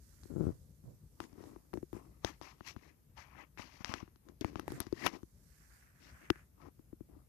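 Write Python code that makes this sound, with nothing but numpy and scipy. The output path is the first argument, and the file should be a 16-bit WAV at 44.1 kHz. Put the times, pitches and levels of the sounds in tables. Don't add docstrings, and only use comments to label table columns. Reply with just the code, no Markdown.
import sys
import numpy as np
from scipy import signal
from scipy.fft import rfft, irfft, next_fast_len
from scipy.io import wavfile
from scipy.ndimage import uniform_filter1d, map_coordinates

SR = 44100
rng = np.random.default_rng(int(sys.argv[2]) if len(sys.argv) > 2 else 0)


def generate_wav(sig):
    pcm = np.round(np.clip(np.atleast_2d(sig).T, -1, 1) * 32767).astype(np.int16)
    wavfile.write(sys.argv[1], SR, pcm)


N = 321048

# f/Hz, level/dB
GRIT_COLOUR = [(2500, -4.5), (4000, -1), (5800, 1), (7000, -8), (8600, -19.5)]
FIZZ_COLOUR = [(7000, -15.5), (9500, 1.5), (12500, 5.5), (14500, -14.5), (16000, -13)]


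def amp(db):
    return 10 ** (np.asarray(db) / 20)


def unit_rms(x):
    return x / np.sqrt(np.mean(x ** 2) + 1e-20)


def curves(rows):
    times, *columns = np.transpose(rows)
    return [np.interp(np.arange(N) / SR, times, column) for column in columns]


def swells(rows):
    full_at, rise, hold, fall, *levels_db = np.transpose(rows)
    t = np.arange(0, N + 32, 32)[:, None] / SR
    before, after = (full_at - t) / rise, (t - full_at - hold) / fall
    shape = amp(-30 * np.maximum(0, np.maximum(before, after)))
    return [np.interp(np.arange(N) / SR, t[:, 0], shape @ amp(db)) for db in levels_db]


def wobble(rate):
    return map_coordinates(rng.standard_normal(int(N * rate / SR) + 4), [np.arange(N) * rate / SR])


def filtered(x, response):
    size = next_fast_len(N + SR // 2)
    return irfft(rfft(x, size) * response(np.fft.rfftfreq(size, 1 / SR)), size)[..., :N]


def resonances(hz, notes):
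    return sum((-1) ** k * amp(db) * 1j * hz * width / (centre ** 2 - hz ** 2 + 1j * hz * width)
               for k, (centre, width, db) in enumerate(notes))


def noise(colour, grain_db=0, rate=300, patchy_db=0):
    freqs, db = np.transpose(colour)
    grainy = rng.standard_normal(N) * amp(grain_db * wobble(rate))
    spectra = signal.stft(grainy, nperseg=512)[2]
    patches = uniform_filter1d(rng.standard_normal(spectra.shape), size=7, axis=0)
    patches = unit_rms(uniform_filter1d(patches, size=12, axis=1))
    patchy = signal.istft(spectra * amp(patchy_db * patches), nperseg=512)[1][:N]
    tint = lambda hz: amp(np.interp(np.log(hz + 1), np.log(freqs), db, -120, -120))
    return unit_rms(filtered(patchy, tint))


def rumble_and_hiss():
    # t/s, level/dB
    rumble_levels = [(0.0, -64), (.3, -63), (0.5, -57.5), (.8, -64.5), (1.65, -71), (1.92, -66),
                     (2.6, -68.5), (3.08, -70), (4.3, -69), (4.62, -63.5), (5.3, -68.5), (6.0, -69.5),
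                     (6.7, -67.5), (7.28, -63)]
    # f/Hz, level/dB
    rumble_colour = [(30, -38.5), (42, -2.5), (52, 7), (100, -3), (160, -6), (300, -21.5), (600, -30),
                     (1200, -70.5)]
    hiss_colour = [(200, 7), (600, -7.5), (2000, -13.5), (3300, -18), (6000, -15.5), (8000, -16.5),
                   (12500, -8.5), (14200, -12.5), (15000, -36.5)]
    shared = noise(rumble_colour, grain_db=3.5, rate=23)
    rumble = np.array([gain * shared + .5 * noise(rumble_colour) for gain in (2.44, 1.43)])
    hiss = np.array([noise(hiss_colour, patchy_db=1.5), noise(hiss_colour, patchy_db=2.5)])
    return amp(curves(rumble_levels)[0]) * rumble + amp([[-74], [-76]]) * hiss


def cloth_rustle():
    # full at/s, rise/s, hold/s, fall/s, cloth/dB, swish/dB, casing/dB
    movements = [(.15, 0.96, 0.24, .3, -78, -70.5, -78), (.45, 0.077, 0.03, .15, -79, -76, -44.5),
                 (.86, 0.031, .03, .12, -95, -91, -49.5), (1.215, 0.046, 0.021, .1, -79, -67, -65),
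                 (1.46, 0.22, 0.019, .25, -78, -70, -61.5), (1.75, 0.037, 0.034, .1, -76, -73, -66),
                 (1.95, 0.056, 0.013, .15, -80, -69, -74), (4.45, .04, 0.033, .06, -63.5, -69, -75),
                 (4.57, 0.034, .03, .06, -73, -79, -62), (4.69, 0.061, 0.075, .08, -60, -62, -49.5),
                 (5.0, 0.17, 0.034, .2, -87.5, -74.5, -62), (5.5, 0.25, .3, .2, -83.5, -72.5, -82.5),
                 (5.76, 0.55, 0.082, .15, -70.5, -90, -100.5), (6.1, 0.39, 0.29, .1, -64.5, -74.5, -73),
                 (7.13, 0.17, 0.041, .2, -96, -96.5, -65.5)]
    # t/s, level/dB
    faint_swish = [(0, -73.5), (1.5, -78.5), (2.4, -77.5), (3.5, -111), (4.4, -90), (5.3, -76),
                   (7.28, -89.5)]
    # f/Hz, level/dB
    cloth_colour = [(500, -6), (1000, -5), (1700, 4.5), (2700, -8), (3500, -20), (5000, -39)]
    swish_colour = [(2800, -15), (4500, -4), (6000, -1), (8500, -2), (12000, -4.5), (14300, -8),
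                    (15500, -27.5)]
    casing_colour = [(60, -37.5), (130, 13), (300, -13.5), (500, -8.5), (1000, -25), (2000, -48.5)]
    cloth_gain, swish_gain, casing_gain = swells(movements)
    cloth_gain *= amp(1.5 * wobble(25))
    left, right = (cloth_gain * noise(cloth_colour, grain_db=2.5, rate=200, patchy_db=1.6)
                   for port in range(2))
    swish_gain += amp(curves(faint_swish)[0])
    swish_gain *= amp(.8 * wobble(15))
    swish = swish_gain * noise(swish_colour, grain_db=1.5, rate=400, patchy_db=1.4)
    murmur = casing_gain * noise(casing_colour, grain_db=3.5, rate=150)
    return np.array([amp(-0.5) * left, right + swish + murmur])


def finger_taps():
    # t/s, click/dB, click f/Hz, ring/dB, thump/dB, grit/dB, fizz/dB, extra drop on the right/dB
    taps = [(0.234, -48.5, 1100, -62, -55, -40, -59, 14), (0.255, -53, 783, -47, -46, -66, -66, 30),
            (0.84, -62, 730, -59, -47.5, -80, -71, -3), (1.203, -24, 1090, -37, -41, -34, -39, 18),
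            (1.239, -40.5, 1330, -50, -58, -42, -66, 8), (1.329, -54, 826, -55, -47, -53, -70, 17),
            (1.381, -51, 740, -45.5, -48, -72, -68, 27), (1.406, -60, 766, -42, -45, -74, -62, 24),
            (1.439, -43, 750, -47, -53, -49.5, -65, 8), (1.474, -56, 795, -54, -71, -68, -71, 16),
            (1.562, -44, 760, -42, -46.5, -66, -62, 24), (1.733, -35.5, 1106, -47, -42, -62, -63, 19),
            (1.738, -30.5, 760, -30, -35, -39, -37, 24), (1.755, -58, 760, -35, -39.5, -65, -60, 28),
            (1.774, -37, 668, -30.5, -35.5, -47, -64, 31), (1.829, -45.5, 663, -33.5, -37.5, -52, -48, 38),
            (1.93, -37.5, 755, -34, -37, -45.5, -40.5, 21), (1.948, -48, 686, -41, -37, -63, -62, 16),
            (1.966, -53, 800, -42, -57, -65, -55, 26), (2.247, -20.5, 635, -33, -31, -15, -31.5, 39),
            (2.414, -33.5, 824, -44.5, -45, -36.5, -54, 34), (2.608, -33, 1120, -48.5, -42, -56, -71, 34),
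            (2.764, -35, 1090, -44.5, -35.5, -48, -68, 43), (3.182, -48, 1270, -63, -59, -66, -55, 26),
            (3.575, -33.5, 1510, -50, -58, -43, -65, 29), (3.595, -31.5, 960, -47, -37.5, -49, -65, 38),
            (3.806, -45, 1560, -70, -39.5, -67, -58, 36), (3.846, -19.5, 1620, -53, -45, -21, -41.5, 33),
            (3.894, -37, 910, -53, -34, -53, -60, 34), (3.939, -17, 1410, -40.5, -37, -20, -42, 51),
            (4.027, -44, 1040, -40, -36, -66, -72, 32), (4.078, -48, 1070, -54, -56, -70, -66, 24),
            (4.159, -52, 1130, -60, -60, -50, -64, 25), (4.287, -42.5, 1290, -48, -55, -42, -62, 23),
            (4.41, -42, 2300, -31, -34, -24, -37.5, 21), (4.446, -20.5, 845, -29, -26.5, -36, -42, 33),
            (4.531, -52, 805, -44, -52, -65, -70, 30), (4.557, -25, 1010, -35.5, -32.5, -37.5, -61, 20),
            (4.596, -25, 1140, -39, -43, -32, -34, 17), (4.68, -26, 730, -38.5, -42, -40.5, -36.5, 7),
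            (4.704, -41, 950, -56, -37, -39, -50, 17), (4.72, -34.5, 990, -33.5, -48, -41, -38, 6),
            (4.803, -22.5, 1400, -33, -31.5, -22, -15, 37), (4.867, -37.5, 1250, -39, -38.5, -36, -55, 22),
            (4.926, -35, 820, -22.5, -29.5, -35, -45, 43), (5.04, -27.5, 1930, -43, -44, -43, -52.5, 46),
            (5.064, -13, 1000, -44, -58, -13.5, -17.5, 53), (5.068, -11, 1280, -40, -45.5, -28, -24, 56),
            (5.231, -45, 1010, -40, -39.5, -43.5, -57, 38), (5.84, -63.5, 1400, -77, -80, -77, -73, -3),
            (6.301, -24, 1203, -35.5, -54, -39.5, -51.5, 40.5),
            (6.3025, -10.5, 1256, -16.5, -23, -19.5, -26.5, 45),
            (6.358, -37.5, 1650, -54.5, -67, -69, -66.5, 22),
            (6.793, -55.5, 803, -48, -48.5, -66, -68, 31.5), (6.929, -52.5, 705, -38, -41, -63, -69.5, 28),
            (7.007, -53.5, 680, -38, -38.5, -70.5, -53.5, 27)]
    out, t = np.zeros((2, N + SR)), np.arange(SR // 10) / SR
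    grit, fizz = (np.pad([noise(colour), noise(colour)], [(0, 0), (0, SR)])
                  for colour in (GRIT_COLOUR, FIZZ_COLOUR))
    fade = lambda rise, fall: amp(-60 * t / fall) * (1 - np.exp(-(t / rise) ** 2))
    wave = lambda hz: np.sin(2 * np.pi * hz * t)
    for start, click_db, click_hz, ring_db, thump_db, grit_db, fizz_db, drop_db in taps:
        tune = 1 + .04 * rng.standard_normal(3)
        span = slice(round(start * SR), round(start * SR) + len(t))
        bite = 0.8 * amp(0.45 * (click_db + 12))
        tones = wave(click_hz) + bite * wave(2.2 * click_hz) + .5 * wave(0.63 * click_hz)
        click = 3.0 * amp(click_db) * fade(0.00028, 3.1 / click_hz) * tones
        ring = -2.6 * amp(ring_db) * fade(0.0013, 0.031) * np.sin(2 * np.pi * 335 * tune[0] * (t - .0009))
        thump = 3.56 * amp(thump_db) * fade(0.002, 0.026) * (wave(100 * tune[1]) + 0.77 * wave(190 * tune[2]))
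        snap = 0.41 * fade(0.00029, 0.0093) * (amp(grit_db) * grit[:, span] + amp(fizz_db) * fizz[:, span])
        far_note = amp(click_db) * fade(0.0025, 0.028) * wave(850 * tune[2])
        out[0, span] += click + ring + thump + snap[0]
        right = 0.19 * click + 0.42 * (ring + thump) + 2.7 * snap[1] + 0.37 * far_note
        out[1, span] += amp(-drop_db) * right
    return out[:, :N]


def finger_creak():
    # t/s, level/dB, slip rate/Hz
    creak_path = [(.29, -87, 95), (.3, -35.5, 110), (.335, -35.5, 130), (.365, -27, 129), (.385, -29.5, 94),
                  (.408, -21, 162.6), (.43, -27.5, 123.6), (.45, -21.5, 90), (.497, -22.5, 81),
                  (.53, -79, 140)]
    notes = [(92, 94, 40.7), (366, 170, 36.76), (1400, 180, 24)]  # f/Hz, width/Hz, level/dB
    level_db, slip_hz = curves(creak_path)
    slip_count = np.floor(np.cumsum(slip_hz * amp(3.5 * wobble(60))) / SR)
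    pushes = np.diff(slip_count, prepend=0) * amp(level_db + 2.5 * rng.standard_normal(N))
    return filtered(pushes, lambda hz: resonances(hz, notes) / (1 + 1j * hz / 1100) ** 4)


def finger_slides():
    # full at/s, rise/s, hold/s, fall/s, rub/dB, scrape/dB, grit/dB, stutter/dB
    strokes = [(.405, 0.19, 0.086, 0.11, -61, -73, -73.5, -50.5),
               (.84, 0.0087, .08, .08, -86, -98, -93, -60.5),
               (1.21, 0.024, 0.047, 0.045, -64.5, -68, -66, -57.5),
               (1.42, 0.3, 0.062, 0.28, -63, -70.5, -74.5, -50.5),
               (1.739, 0.01, .01, 0.087, -73, -75, -77, -44),
               (1.938, 0.0079, 0.0087, 0.3, -57, -67, -75, -48),
               (2.25, 0.026, 0.051, 0.075, -50, -54, -53, -54),
               (2.422, 0.017, 0.046, 0.12, -52.5, -57, -55, -62.5),
               (2.675, 0.058, 0.033, 0.031, -54.5, -47, -49, -65),
               (2.86, 0.59, 0.02, 0.11, -67.5, -67, -70.5, -61),
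               (3.175, 0.023, 0.048, 0.086, -55, -53, -59, -73),
               (3.39, 0.22, 0.049, .05, -55.5, -57.5, -70.5, -59.5),
               (3.585, 0.018, 0.047, 0.21, -54, -51.5, -55, -60),
               (3.74, 0.027, .035, .03, -63, -62, -65, -66),
               (3.805, 0.029, 0.019, .02, -53, -53.5, -60.5, -64),
               (3.855, 0.018, .12, 0.11, -50.5, -49.5, -53.5, -53),
               (4.288, 0.095, 0.0045, 0.089, -70, -76, -78, -53.5),
               (4.415, .01, 0.0029, 0.039, -63, -51, -58.5, -36.5),
               (4.452, 0.0088, 0.01, 0.19, -60, -58.5, -59.5, -44),
               (4.565, .015, 0.033, 0.12, -59.5, -60, -65.5, -48),
               (4.72, 0.09, 0.068, .04, -61, -66.5, -65.5, -47),
               (4.809, 0.015, 0.0048, 0.082, -48.5, -56.5, -53, -47.5),
               (5.0, 0.15, 0.057, 0.061, -57.5, -54, -56.5, -51.5),
               (5.06, 0.069, 0.0042, 0.044, -37.5, -30, -39.5, -33),
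               (5.13, 0.047, 0.034, 0.064, -54.5, -58.5, -59, -44.5),
               (6.02, 0.044, 0.072, .1, -72.5, -66.5, -65.5, -63.5),
               (6.22, 0.026, 0.039, .06, -75.5, -64, -75.5, -62),
               (6.62, 0.075, 0.067, .03, -58.5, -69.5, -73.5, -55.5),
               (7.09, 0.018, 0.1, .1, -68, -86, -88.5, -61.5)]
    # f/Hz, width/Hz, level/dB
    casing_notes = [(102, 96, -0.5), (305, 100, 11), (743, 100, -18.5)]
    # f/Hz, level/dB
    rub_colour = [(300, -28), (600, -6), (1050, 0), (1280, -3), (1500, -14), (2500, -35)]
    scrape_colour = [(1000, -28), (1500, -6), (1950, 0), (2700, -6), (3200, -13), (3900, -32)]
    rub_gain, scrape_gain, grit_gain, stutter_gain = swells(strokes)
    firm_db = -48.5
    fizz_gain = amp(firm_db - 12.5) * (grit_gain / amp(firm_db)) ** 1.3
    uneven = amp(2.2 * wobble(40))
    catches = (rng.random(N) < 260 / SR) * amp(2.8 * rng.standard_normal(N))
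    catches += 0.0099 * rng.standard_normal(N)
    stutter = filtered(catches, lambda hz: resonances(hz, casing_notes) / (1 + 1j * hz / 900) ** 2)
    rub = rub_gain * noise(rub_colour, grain_db=3, rate=150, patchy_db=1.6)
    scrape = scrape_gain * noise(scrape_colour, grain_db=3, rate=250, patchy_db=2.2)
    grit = grit_gain * noise(GRIT_COLOUR, grain_db=2.5, rate=500, patchy_db=1.6)
    fizz = fizz_gain * noise(FIZZ_COLOUR, grain_db=1.5, rate=500, patchy_db=1.2)
    return stutter_gain * unit_rms(stutter) + uneven * (rub + scrape + grit + fizz)


def scene():
    left_only = (finger_slides() + finger_creak()) * [[1], [0]]
    return left_only + cloth_rustle() + finger_taps() + rumble_and_hiss()


def record(dry):
    return filtered(dry, lambda hz: (hz < 16500) * (1j * hz / (30 + 1j * hz)) ** 3)


dry = scene()
out = record(dry)
generate_wav(out)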